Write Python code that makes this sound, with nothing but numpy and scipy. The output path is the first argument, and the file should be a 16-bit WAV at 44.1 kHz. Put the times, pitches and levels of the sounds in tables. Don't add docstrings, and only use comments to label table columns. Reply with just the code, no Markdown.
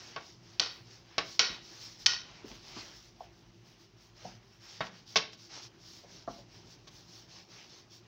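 import sys
import numpy as np
from scipy import signal
from scipy.fft import rfft, irfft, next_fast_len
from scipy.io import wavfile
from scipy.ndimage import uniform_filter1d, minimum_filter1d, map_coordinates

SR = 44100
rng = np.random.default_rng(int(sys.argv[2]) if len(sys.argv) > 2 else 0)


def undo_db(level):
    steps = np.asarray(level, float) / 20
    return 10 ** steps


def digitize_waveform(pressure):
    field = np.atleast_2d(pressure).T
    bounded = np.clip(field, -1, 1)
    quanta = np.round(bounded * 32767).astype(np.int16)
    wavfile.write(sys.argv[1], SR, quanta)


N = 355887

# (frequency [Hz], relative density [dB])
DUST_SPECTRUM = [(7000, -10.5), (12000, -15), (13800, -17.5), (14800, -1.5), (15800, -5)]
# (frequency [Hz], gain [dB])
CRACK_SPECTRUM = [(100, -38), (500, -12), (1500, -8.5), (3000, 4), (5600, 5), (6500, -5.5), (7500, -20.5),
                  (8600, -38.5), (9600, -37), (11500, -52), (15000, -55.5)]


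def unit(x):
    return x / np.sqrt(np.mean(x ** 2) + 1e-20)


def along(points, hz):
    f, v = np.transpose(points)
    return np.interp(np.log(hz + 1), np.log(f + 1), v)


def wobble(rate_hz):
    knots = rng.standard_normal(int(N * rate_hz / SR) + 4)
    return map_coordinates(knots, [np.arange(N) * rate_hz / SR])


def band(size, hz, width_hz, order):
    f = np.fft.rfftfreq(size, 1 / SR)
    noise = rfft(rng.standard_normal(size))
    return unit(irfft(noise / (1 + (2 * (f - hz) / width_hz) ** order), size))


def coloured(x, spectrum):
    m = 2 * next_fast_len(len(x) // 2 + 4096)
    gain = undo_db(along(spectrum, np.fft.rfftfreq(m, 1 / SR)))
    cepstrum = irfft(np.log(gain), m)
    cepstrum[1:m // 2] *= 2
    cepstrum[m // 2 + 1:] = 0
    return irfft(rfft(x, m) * np.exp(rfft(cepstrum)), m)[:len(x)]


def rustle(spectrum, grain_db, patchy_db):
    grains = rng.standard_normal(N) * undo_db(grain_db * wobble(900))
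    z = signal.stft(grains, nperseg=512)[2]
    field = uniform_filter1d(rng.standard_normal(z.shape), size=6, axis=0)
    field = uniform_filter1d(field, size=8, axis=1)
    patchy = signal.istft(z * undo_db(patchy_db * unit(field)), nperseg=512)[1][:N]
    below, above = (spectrum[0][0] / 2, -120), (spectrum[-1][0] * 1.01, -120)
    return unit(coloured(patchy, [below] + spectrum + [above]))


def dulled(spectrum, hard_hz):
    return [(hz, db - 10 * np.log10(1 + (hz / hard_hz) ** 4)) for hz, db in spectrum]


def tilted(rows, db_per_octave):
    return [(hz, db + db_per_octave * np.log2(hz / 4000), *rest) for hz, db, *rest in rows]


def chatter(t, length_s):
    contacts = rng.standard_normal(len(t)) ** 3 / 3 * np.exp(-(t / max(length_s, 3e-4)) ** 1.6)
    contacts[0] = 1.4
    return contacts


def ringing(modes, t, hard_hz, spread_db, rough_rad):
    hz, db, t60_s = np.transpose(modes)[:, :, None]
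    level_db = db + spread_db * rng.standard_normal(hz.shape)
    size = undo_db(level_db - 60 * t / np.clip(t60_s, .02, .6)) / (1 + (hz / hard_hz) ** 2)
    knots = rng.standard_normal((len(modes), 40))
    waver = np.array([np.interp(t * 45, np.arange(40), row) for row in knots])
    return np.sum(size * np.sin(2 * np.pi * hz * t + rough_rad * waver), axis=0)


def kitchen(x):
    # (frequency [Hz], t60 [s])
    t60_points = [(150, 0.56), (1000, 0.32), (4000, 0.39), (8000, 0.19)]
    hz, t, z = signal.stft(rng.standard_normal(SR // 2), SR, nperseg=256)
    decay = undo_db(-60 * t / along(t60_points, hz)[:, None])
    tail = signal.istft(z * decay, SR, nperseg=256)[1]
    tail = tail * (1 - np.exp(-np.arange(len(tail)) / SR / 0.0089))
    return signal.fftconvolve(x, tail / np.linalg.norm(tail))[:len(x)]


def add(out, start_s, dry):
    out[round(start_s * SR):][:len(dry)] += dry + undo_db(-13.5) * kitchen(dry)


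def strokes():
    # (start [s], length [s], hiss [dB], finest dust [dB], dough drag [dB])
    stroke_rows = [(-.12, 0.35, -53, -80, -55.5), (0.165, 0.24, -58.5, -83, -62),
                   (0.406, 0.25, -60.5, -84, -66.5), (.62, 0.26, -65, -78, -60),
                   (0.835, 0.22, -58.5, -84, -61.5), (1.02, 0.27, -64.5, -89, -61),
                   (1.225, 0.19, -49.5, -72.5, -63), (1.412, 0.23, -55.5, -80, -50.5),
                   (1.58, 0.49, -53, -77, -61), (1.78, 0.13, -50, -73, -69), (1.98, 0.093, -50.5, -73, -68),
                   (2.062, .11, -60, -76, -57), (2.202, 0.34, -61, -94, -58),
                   (2.434, 0.2, -54.5, -75.5, -56.5), (2.578, 0.48, -53, -76.5, -55),
                   (2.739, 0.11, -48, -80, -54.5), (2.895, 0.25, -58, -78, -73),
                   (3.184, 0.11, -63.5, -81, -65), (3.303, .15, -68.5, -86, -71),
                   (3.64, 0.14, -63, -79, -74), (3.77, 0.12, -63.5, -82, -79),
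                   (3.958, 0.19, -65.5, -83, -72), (4.146, .26, -55.5, -79, -56.5),
                   (4.407, 0.29, -70.5, -87, -77), (4.591, 0.13, -59, -80, -62.5),
                   (4.647, 0.19, -52, -81, -60), (4.818, 0.088, -54, -80, -60),
                   (4.894, 0.17, -60, -84, -63), (5.051, 0.15, -52.5, -75, -66),
                   (5.319, 0.044, -55, -82, -72), (5.36, 0.16, -57, -81, -76),
                   (5.485, 0.16, -48.5, -82, -52), (5.606, 0.087, -50.5, -76, -59.5),
                   (5.781, 0.31, -53.5, -74, -71), (6.055, 0.22, -54.5, -79, -65),
                   (6.261, .19, -55, -76, -64), (6.474, 0.21, -60.5, -85, -64.5),
                   (6.638, .15, -58, -80, -71), (6.868, 0.03, -52.5, -79, -62),
                   (6.886, 0.21, -59, -77, -71), (7.064, 0.22, -54.5, -75, -65.5),
                   (7.27, 0.21, -55, -82, -61), (7.477, 0.24, -55, -79, -57),
                   (7.657, 0.21, -56.5, -83, -63.5), (7.893, 0.13, -56.5, -77.5, -78)]
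    # hiss, dust, drag [dB]
    resting_db = [-72.5, -92, -69]
    # (frequency [Hz], relative density [dB])
    hiss_spectrum = [(300, -27), (1000, -16.5), (2500, -10), (4000, -1), (5500, 3.5), (6500, -5.5),
                     (7500, -20), (9000, -38), (12000, -42.5), (14000, -59)]
    # (frequency [Hz], relative density [dB])
    drag_spectrum = [(100, -25), (300, -9), (800, -5), (1600, -7.5), (3000, -6), (5000, -18), (7000, -57.5)]
    early, narrow = 0.81, 1.19
    power = np.ones((3, N)) * undo_db(resting_db)[:, None] ** 2
    t = np.arange(N) / SR
    for start_s, length_s, *layers_db in stroke_rows:
        on = slice(max(round(start_s * SR), 0), round((start_s + length_s) * SR))
        speed = np.sin(np.pi * np.clip((t[on] - start_s) / length_s, 0, 1) ** early) ** 2
        power[:, on] += undo_db(layers_db)[:, None] ** 2 * speed ** narrow
    hiss, dust, drag = np.sqrt(power)
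    flutter = wobble(25)
    flour = hiss * undo_db(0.88 * flutter) * rustle(hiss_spectrum, grain_db=1.5, patchy_db=1.5)
    dough = drag * undo_db(1.1 * wobble(18)) * rustle(drag_spectrum, grain_db=1.5, patchy_db=1.5)
    fine = dust * undo_db(1.6 * flutter) * rustle(DUST_SPECTRUM, grain_db=0.9, patchy_db=1.8)
    return flour + dough + fine


def knocks():
    # (time [s], crack [dB], chatter [s], pin [dB], contact hardness [Hz])
    knock_rows = [(.162, -25, 0.0028, -41, 2500), (0.5976, -41, .002, -41.5, 3000),
                  (1.181, -20.5, 0.0097, -32, 3960), (1.394, -40, .003, -41, 3500),
                  (2.515, -44, 0.003, -65.5, 7000), (4.806, -33, 0.0053, -35, 3030),
                  (4.868, -39.5, 0.003, -60, 6000), (5.158, -16.5, 0.02, -29.5, 6050),
                  (5.332, -45.5, 0.0025, -68, 7000), (6.872, -67, 0.0016, -62, 6000)]
    # (frequency [Hz], level [dB], t60 [s])
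    pin_modes = [(174.3, -11, .2), (301, -9.5, 0.108), (441, -3, 0.13), (601, -7, 0.13), (652, 6, 0.06),
                 (758, -5.5, 0.11), (1108.5, 8, 0.077), (1530, 2.5, 0.089), (1650, -18.5, 0.06),
                 (2210, 2.5, .07), (2590, 0, 0.081), (3220, -6.5, 0.041), (3730, 3.5, 0.1),
                 (4545, 10.5, 0.041), (5170, -17.5, .05)]
    # (frequency [Hz], relative density [dB])
    wood_spectrum = [(100, -28.5), (400, -1), (1100, 3.5), (2500, 1), (5500, -5.5), (6500, -7.5),
                     (7500, -20), (10000, -56.5)]
    out, t = np.zeros(N + SR), np.arange(SR // 2) / SR
    for start_s, crack_db, chatter_s, pin_db, hard_hz in knock_rows:
        crack = undo_db(crack_db) * coloured(chatter(t, chatter_s), dulled(CRACK_SPECTRUM, hard_hz))
        wood = unit(coloured(rng.standard_normal(len(t)), dulled(wood_spectrum, hard_hz)))
        rattle = undo_db(2.0 - 60 * t / 0.17) * wood
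        modes = ringing(pin_modes, t, hard_hz, spread_db=2.4, rough_rad=0.77)
        pin = undo_db(pin_db) * (modes + rattle) * (1 - np.exp(-t / 0.0003))
        add(out, start_s, crack + pin)
    return out[:N]


def clangs():
    # (time [s], crack [dB], chatter [s], ring [dB], shimmer [dB], tilt [dB/octave])
    clang_rows = [(.597, -8, 0.00089, -60, -35, 1), (0.599, -9, 0.0024, -64, -44.5, 4.5),
                  (1.393, -11, 0.0069, -34.5, -32.5, -1), (2.061, -9, 0.0068, -34.5, -30.5, 2.5)]
    # (frequency [Hz], level [dB], t60 [s], at most 0.6 s in the ring)
    sink_modes = [(447, -10, .3), (1082, -10.5, .4), (1435, -3, 0.4), (1520, -9, .43), (1907, -1, .5),
                  (2545, -3, .48), (2910, -6.5, .4), (3080, -2.5, 0.46), (3850, -1.5, 0.63),
                  (4490, -1.5, .45), (4750, -4.5, .3), (5340, 0.5, 0.26), (5550, -2.5, .35),
                  (5980, -3, .45)]
    # (frequency [Hz], gain [dB])
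    shimmer_spectrum = [(200, -18.5), (1000, -6), (2500, -8.5), (5400, -4.5), (6300, -16.5), (7500, -30),
                        (8600, -45), (9600, -46), (13000, -62)]
    blur_hz, between_db = 90, -7.5
    rattle_db = 4
    out, t = np.zeros(N + SR), np.arange(SR * 3 // 4) / SR
    f = np.fft.rfftfreq(len(t), 1 / SR)
    for start_s, crack_db, chatter_s, ring_db, shimmer_db, tilt_db in clang_rows:
        crack = undo_db(crack_db) * coloured(chatter(t, chatter_s), tilted(CRACK_SPECTRUM, tilt_db))
        modes = ringing(tilted(sink_modes, tilt_db), t, hard_hz=20000, spread_db=2, rough_rad=1.8)
        ring = undo_db(ring_db) * modes * (1 - np.exp(-t / 0.0051))
        ring = ring * np.exp(-(t / 0.24) ** 2)
        rattle = rng.standard_normal(len(t)) * undo_db(rattle_db * wobble(500)[:len(t)])
        bowl = undo_db(between_db) + sum(undo_db(db) / (1 + 2j * (f - hz) / blur_hz) for hz, db, _ in sink_modes)
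        rattled = irfft(rfft(rattle) * bowl, len(t))
        decay = undo_db(-60 * (np.hypot(t, .06) - .06) / 0.29)
        shimmer = undo_db(shimmer_db) * decay * unit(coloured(rattled, tilted(shimmer_spectrum, tilt_db)))
        add(out, start_s, crack + ring + shimmer)
    return out[:N]


def thuds():
    # (time [s], level [dB], centre [Hz], noise width [Hz], noise t60 [s])
    thud_rows = [(.598, -45.5, 438, 450, 0.23), (1.5, -41.5, 199, 250, 0.1),
                 (4.249, -52.5, 186.4, 122, 0.44), (4.806, -47, 190, 120, 0.35),
                 (5.16, -45, 194, 150, 0.24), (6.28, -50, 204, 200, 0.42), (2.443, -44, 312, 300, 0.15),
                 (2.511, -48.5, 220, 200, .12), (2.763, -44, 300, 250, 0.16), (2.765, -50, 1154, 900, 0.17),
                 (3.206, -37, 736, 504, 0.073), (4.247, -39.5, 728, 400, 0.12),
                 (6.037, -51, 570, 900, 0.12), (6.276, -33.5, 680, 1310, 0.12),
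                 (6.383, -50.5, 573, 700, 0.11)]
    out, t = np.zeros(N + SR), np.arange(SR // 2) / SR
    for start_s, db, hz, width_hz, t60_s in thud_rows:
        push = np.sin(2 * np.pi * hz * t) * undo_db(3 - 60 * t / t60_s / .6)
        puff = undo_db(-1.0 - 60 * t / t60_s) * band(len(t), hz, width_hz, order=4)
        add(out, start_s, undo_db(db) * (1 - np.exp(-t / 0.0014)) * (push + puff))
    return out[:N]


def room_tone():
    # (frequency [Hz], relative density [dB])
    air_spectrum = [(36, -29.5), (50, -13), (75, -11), (110, -2), (270, -11), (350, -7.5), (480, -18),
                    (800, -17.5), (1400, -26.5), (3100, -32), (5200, -24), (6000, -24.5), (7500, -42.5),
                    (9750, -70)]
    # (frequency [Hz], width [Hz], level [dB])
    hum_bands = [(113.7, 14, -65.5), (173, 12, -73), (229.3, 19, -77.5), (342.6, 26, -71), (393, 16, -77.5)]
    # (time [s], level [dB])
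    rumble_levels = [(0, -75), (.6, -71), (1.35, -76.5), (2.5, -66.5), (3.5, -67), (3.82, -79), (4.15, -65),
                     (4.7, -78), (5.7, -77), (5.9, -71), (6.5, -78.5), (6.9, -72), (7.2, -79), (8.07, -84)]
    air = undo_db(-62.5 + 1.4 * wobble(1.2)) * rustle(air_spectrum, grain_db=-0.3, patchy_db=1.5)
    hum = sum(undo_db(db + 1.5 * wobble(2.28)) * band(N, hz, width_hz, order=2) for hz, width_hz, db in hum_bands)
    rumble_db = np.interp(np.arange(N) / SR, *np.transpose(rumble_levels))
    return air + hum + undo_db(rumble_db) * band(N, hz=49, width_hz=20, order=4)


def scene():
    return (strokes() + knocks() + clangs() + thuds() + room_tone())[None]


def limited(x):
    ceiling, smoothing_ms = .63, 0.74
    span = round(smoothing_ms * SR / 1000)
    need = np.minimum(1, ceiling / (np.abs(x) + 1e-9))
    return x * uniform_filter1d(minimum_filter1d(need, 2 * span + 1), span)


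def top_cut(x):
    return signal.sosfilt(signal.butter(12, 16970, fs=SR, output="sos"), x)


def record(dry):
    heard = dry + undo_db(-92) * rustle(DUST_SPECTRUM, grain_db=3.0, patchy_db=0.5)
    heard = signal.sosfilt(signal.butter(6, 38, "highpass", fs=SR, output="sos"), heard)
    heard = signal.sosfilt(signal.ellip(8, .5, 50, 15900, fs=SR, output="sos"), heard)
    return top_cut(limited(heard))


dry = scene()
out = record(dry)
digitize_waveform(out)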